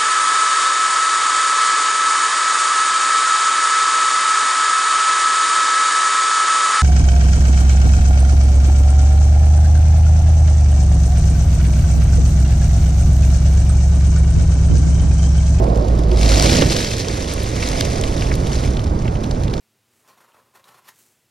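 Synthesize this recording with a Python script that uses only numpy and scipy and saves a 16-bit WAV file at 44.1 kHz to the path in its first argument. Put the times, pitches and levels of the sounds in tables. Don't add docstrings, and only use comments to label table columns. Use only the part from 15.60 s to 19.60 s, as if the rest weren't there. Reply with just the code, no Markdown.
import sys
import numpy as np
from scipy import signal
from scipy.fft import rfft, irfft
from scipy.io import wavfile

SR = 44100
rng = np.random.default_rng(int(sys.argv[2]) if len(sys.argv) > 2 else 0)


def master_out(mix):
    frames = np.transpose(np.atleast_2d(mix))
    ceiling = np.clip(frames, -1, 1)
    pcm = np.round(ceiling * 32767).astype(np.int16)
    wavfile.write(sys.argv[1], SR, pcm)


N = 176400
T = np.arange(N) / SR
HZ = np.maximum(np.arange(N + 1) * SR / (2 * N), 1)

# (time [s], level [dB])
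CRUSH_LEVEL = [(0, -48.5), (.48, -45.5), (.565, -41.5), (.585, -34), (.69, -27.5), (.82, -24.5),
               (1.02, -24), (1.035, -31), (1.09, -28.5), (1.118, -23.5), (1.145, -27), (1.25, -29),
               (1.42, -33.5), (1.99, -36), (2.025, -30.5), (2.35, -35), (2.82, -40), (2.9, -36.5),
               (3.05, -35.5), (3.1, -42), (3.3, -47), (4, -47.5)]
# (frequency [Hz], gain [dB])
CRASH_EQ = [(300, 11), (900, -7), (1400, -6), (2100, 1.5), (2900, -1), (4000, 1.5), (5500, 2), (7800, -8),
            (10000, -12.5), (14000, -26.5)]
# (frequency [Hz], gain [dB])
SETTLE_EQ = [(300, 9), (900, -5), (1400, -5.5), (2100, 1), (2900, -3.5), (4000, -1.5), (5800, -1.5),
             (7800, -11.5), (10000, -13.5), (14000, -32.5)]
# (time [s], relative peak [dB], pitch [Hz])
SNAPS = [(.516, -22.5, 4490), (.573, -20, 4700), (0.633, -12, 4480), (0.661, -13.5, 4270),
         (.691, -12, 4850), (0.719, -10, 4880), (.737, -23, 5000), (.773, -15, 4600), (.798, -6.5, 4630),
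         (0.825, -7.5, 5360), (0.859, -10.5, 4400), (.896, -10, 3360), (.94, -13, 4700), (.951, -14, 3240),
         (.973, -12, 4000), (0.993, -20, 4000), (1.024, -17, 3600), (1.108, -16, 3380),
         (1.123, -11.5, 3980), (1.166, -9.5, 4680), (1.186, -17.5, 3930), (1.247, -12, 4600),
         (1.485, -15, 5050), (1.738, -18, 8600), (1.781, -24.5, 2760), (1.834, -24, 9500),
         (2.027, -17.5, 2360), (2.088, -15, 5870), (2.207, -19, 9400), (2.21, -7.5, 4510),
         (2.252, -16, 5430), (2.413, -18.5, 6200), (2.439, -18, 4000), (2.611, -21, 4700),
         (2.622, -18, 2700), (2.718, -18.5, 2160), (2.741, -19.5, 5080), (2.754, -25, 10500),
         (3.171, -21.5, 3320), (3.195, -23, 3560), (3.456, -29, 2300), (3.48, -22.5, 2500),
         (3.556, -29, 2780), (3.642, -23.5, 3900), (3.712, -19.5, 4370), (3.881, -24.5, 3530),
         (3.939, -18.5, 4100), (3.98, -28, 4180)]
# (time [s], level [dB], pitch [Hz])
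KNOCKS = [(.392, -16.5, 292), (.522, -14, 364.6), (1.471, -21.5, 460)]
# (time [s], relative level [dB])
TICKS = [(.04, -28.5), (.158, -30.5), (.174, -30.5), (.283, -30), (.39, -31), (1.724, -26), (1.736, -28),
         (2.166, -28), (2.754, -26), (2.87, -24), (3.049, -29), (3.241, -29), (3.637, -30), (3.835, -27)]
# (frequency [Hz], gain [dB])
TICK_EQ = [(800, 4), (2500, 17), (6000, 17), (12000, 1), (15000, -17)]
# (time [s], relative level [dB])
LIMB_HITS = [(.80, -18), (.845, -11), (.918, -11), (.985, -13), (1.06, -17.5), (1.105, -20.5), (1.147, -17),
             (1.49, -19)]
# (frequency [Hz], gain [dB])
LIMB_EQ = [(25, -22), (75, -9), (140, 1.5), (300, -6), (600, -11), (1000, -30.5), (2500, -55)]
# (time [s], level [dB])
TRUNK_HIT = [(1.021, -11)]
# (frequency [Hz], gain [dB])
TRUNK_EQ = [(120, -18), (280, 6.5), (600, 2.5), (1100, -8.5), (2200, -7.5), (5000, -14), (10000, -52)]
# (time [s], level [dB])
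RUSH_LEVEL = [(0, -24), (.17, -25), (.42, -30), (.62, -26.5), (.85, -23), (1.02, -32), (1.25, -30),
              (1.5, -32.5), (1.85, -32.5), (2.1, -27.5), (2.8, -32.5), (3.3, -42), (4, -35.5)]
# (frequency [Hz], gain [dB])
RUSH_LOW_EQ = [(150, -22.5), (260, -2), (380, -3.5), (540, -3), (720, -14.5), (1100, -29), (3000, -71)]
# (frequency [Hz], gain [dB])
RUSH_TOP_EQ = [(350, -20.5), (650, 7.5), (800, -4), (1100, -12.5), (1600, -43), (4000, -61)]
# (time [s], pitch [Hz], relative level [dB])
ENGINE_NOTE = [(0, 56.6, -18.5), (.35, 55.45, -18.5), (.6, 55.3, -14.5), (.8, 53.75, -19), (.9, 54.9, -20),
               (1.25, 54, -44), (2.6, 57.14, -31), (4, 56.8, -29.5)]
# (order [-], gain [dB])
ENGINE_ORDERS = [(1, 2), (2, -9), (3, -14.5)]
# (time [s], level [dB])
RUMBLE_LEVEL = [(0, -18.5), (.7, -18), (1, -15.5), (1.25, -24.5), (1.6, -23), (1.95, -22.5), (2.25, -18.5),
                (2.8, -17), (3.4, -17.5), (4, -18)]
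# (frequency [Hz], gain [dB])
RUMBLE_EQ = [(15, -6.5), (32, -2.5), (65, 3), (85, -3.5), (108, -0.5), (150, -6), (220, -10.5),
             (330, -14.5), (450, -18.5), (620, -21), (900, -30), (1500, -37), (3000, -49.5), (5500, -52),
             (8000, -66), (11000, -72), (15000, -84)]
# (frequency [Hz], level [dB], phase lead [rad], coherence [0-1])
PORT_RESPONSE = [(100, -2.4, -.02, 1), (250, -4, -.15, .999), (400, -8, -.35, .99), (510, -14, -.4, .97),
                 (600, -24, .5, .5), (660, -17, 2.5, .93), (800, -7.8, 2.45, .98), (1050, -4.5, 2.35, .97),
                 (1550, -5.5, 1.7, .83), (2350, 1.5, 0, .86), (2900, -3.5, -.4, .82), (3500, -.5, .1, .96),
                 (4800, 1.8, .2, .88), (5600, -2, .1, .5), (6700, .5, 1.8, .5), (7900, 7, 1.8, .45),
                 (9500, -.5, .3, .25), (14000, 0, 0, .25)]


def twigs(ref_per_s=1250, ref_db=-24.5, tail_t60_s=0.072, tail_db=2.5, rustle_db=-5.5):
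    crush_db, = in_time(CRUSH_LEVEL)
    breaks_per_s = ref_per_s * from_db(0.24 * (crush_db - ref_db))
    chance = breaks_per_s / SR
    size_db = 4 * np.minimum(rng.exponential(1, N), 3)
    sizes = rms_one(from_db(size_db)) * rng.choice([-1, 1], N)
    bunches = rms_one(from_db(0.5 * drift(per_s=25)))
    onsets = np.flatnonzero(rng.random(N) < chance)
    pitch_hz = rng.uniform(1000, 16000, N)
    strength = bunches * sizes / np.sqrt(chance)
    grit, crackle = noise(), np.zeros((2, N))
    for i in onsets:
        twig = fracture(pitch_hz[i], grit[:, i % (N - 1024):], t60_cycles=28, grit_gain=0.6)
        add(crackle, i / SR, strength[i] * twig)
    power_decay = from_db(-120 / (tail_t60_s * SR))
    tail_power = signal.lfilter([1 - power_decay], [1, -power_decay], crackle ** 2 + 1e-18)
    tail = from_db(tail_db) * noise() * np.sqrt(tail_power)
    flat = from_db(crush_db) * (crackle + tail + from_db(rustle_db) * noise())
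    settled = np.interp(T, [1.4, 1.44], [0, 1])
    return (1 - settled) * coloured(flat, CRASH_EQ) + settled * coloured(flat, SETTLE_EQ)


def fracture(hz, grit, t60_cycles, grit_gain):
    t = T[:512]
    ring = np.sin(2 * np.pi * hz * t * [[1], [1.1]])
    crack = (ring + grit_gain * grit[:, :len(t)]) * from_db(-60 * t * hz / t60_cycles)
    return crack / np.sqrt(np.sum(crack ** 2, axis=1, keepdims=True))


def snaps(gain_db=2.5, step_db=3.5, gap_cycles=4.25, log_pitch_spread=0.26):
    out = np.zeros((2, N))
    for time_s, db, hz in SNAPS:
        lowpass = signal.butter(2, min(1.38 * hz, SR / 2.5), fs=SR, output="sos")
        for k in range(-2, 4):
            pitch_hz = hz * np.exp(log_pitch_spread * (k != 0) * rng.uniform(-1, 1))
            crack = fracture(pitch_hz, rng.standard_normal((2, 512)), t60_cycles=11, grit_gain=0.62)
            crack = signal.sosfilt(lowpass, crack)
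            lag_s = gap_cycles / hz * (k + rng.uniform(-0.5, 0.5))
            peak = from_db(db + gain_db - step_db * abs(k))
            add(out, time_s + lag_s, peak * crack / np.abs(crack).max())
    return out


def knocks(t60_s=0.12):
    out, t = np.zeros((2, N)), T[:SR // 4]
    for time_s, db, hz in KNOCKS:
        ring = np.sin(2 * np.pi * hz * t) + 0.2 * np.sin(2 * np.pi * 1.2 * hz * t)
        add(out, time_s, (ring * from_db(db - 60 * t / t60_s))[None])
    return out


def thuds(limb_gain_db=-5):
    limbs = from_db(limb_gain_db) * coloured(bursts(LIMB_HITS, t60_s=0.39), LIMB_EQ)
    trunk = coloured(bursts(TRUNK_HIT, t60_s=0.057), TRUNK_EQ)
    return limbs + trunk


def rush(ref_db=-27, top_at_ref_db=-34.5, top_db_per_db=2.22):
    low_db, = in_time(RUSH_LEVEL)
    top_db = top_at_ref_db + top_db_per_db * (low_db - ref_db)
    low = from_db(low_db) * coloured(noise(), RUSH_LOW_EQ)
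    top = from_db(top_db) * coloured(noise(), RUSH_TOP_EQ)
    return low + top


def ticks(gain_db=-2.5):
    return from_db(gain_db) * coloured(bursts(TICKS, t60_s=0.026), TICK_EQ)


def engine(waver_hz=0.7, waver_db=1.3):
    hz, db = in_time(ENGINE_NOTE)
    phase = 2 * np.pi * np.cumsum(hz + waver_hz * drift(per_s=12)) / SR
    out = np.zeros(N)
    for order, order_db in ENGINE_ORDERS:
        rms = from_db(db + order_db + waver_db * drift(per_s=6.6))
        out += np.sqrt(2) * rms * np.sin(order * phase)
    return out


def rumble():
    db, = in_time(RUMBLE_LEVEL)
    return from_db(db) * coloured(noise(), RUMBLE_EQ)


def ports(x):
    direct, scattered = rfft(x, 2 * N)
    db, lead_rad, coherence = in_hz(PORT_RESPONSE)
    coherence = np.clip(coherence, 0, 1)
    left_gain = from_db(db) * np.exp(1j * lead_rad)
    left = left_gain * (coherence * direct + np.sqrt(1 - coherence ** 2) * scattered)
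    mid_gain = np.sqrt(1 + np.abs(left_gain) ** 2 + 2 * coherence * left_gain.real) / 2
    return irfft(np.array([left, direct]) / mid_gain)[:, :N]


def from_db(db):
    return 10 ** (np.asarray(db) / 20)


def rms_one(x):
    return x / np.sqrt(np.mean(x ** 2) + 1e-20)


def in_time(rows):
    time_s, *columns = np.transpose(rows)
    return [np.interp(T, time_s, c) for c in columns]


def in_hz(rows):
    hz, *columns = np.transpose(rows)
    return [np.interp(np.log(HZ), np.log(hz), c) for c in columns]


def coloured(x, eq):
    db, = in_hz(eq)
    return irfft(rfft(x, 2 * N) * rms_one(from_db(db)))[:, :N]


def noise():
    return rng.standard_normal((2, N))


def bursts(hits, t60_s):
    envelope = sum((T >= s) * from_db(db - 60 * np.maximum(T - s, 0) / t60_s) for s, db in hits)
    return noise() * envelope


def drift(per_s):
    return np.interp(T * per_s, np.arange(400), rng.standard_normal(400))


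def add(out, time_s, sound):
    i = max(int(time_s * SR), 0)
    out[:, i:i + sound.shape[1]] += sound[:, :max(N - i, 0)]


def scene():
    tree = twigs() + snaps() + knocks() + ticks() + thuds() + rush()
    return ports(tree + engine() + rumble())


def record(dry):
    stop_db, stop_hz = 70, 15400
    lowpass = signal.cheby2(16, stop_db, stop_hz, fs=SR, output="sos")
    rounded = dry / (1 + dry ** 6) ** (1 / 6)
    return signal.sosfilt(lowpass, rounded)


dry = scene()
out = record(dry)
master_out(out)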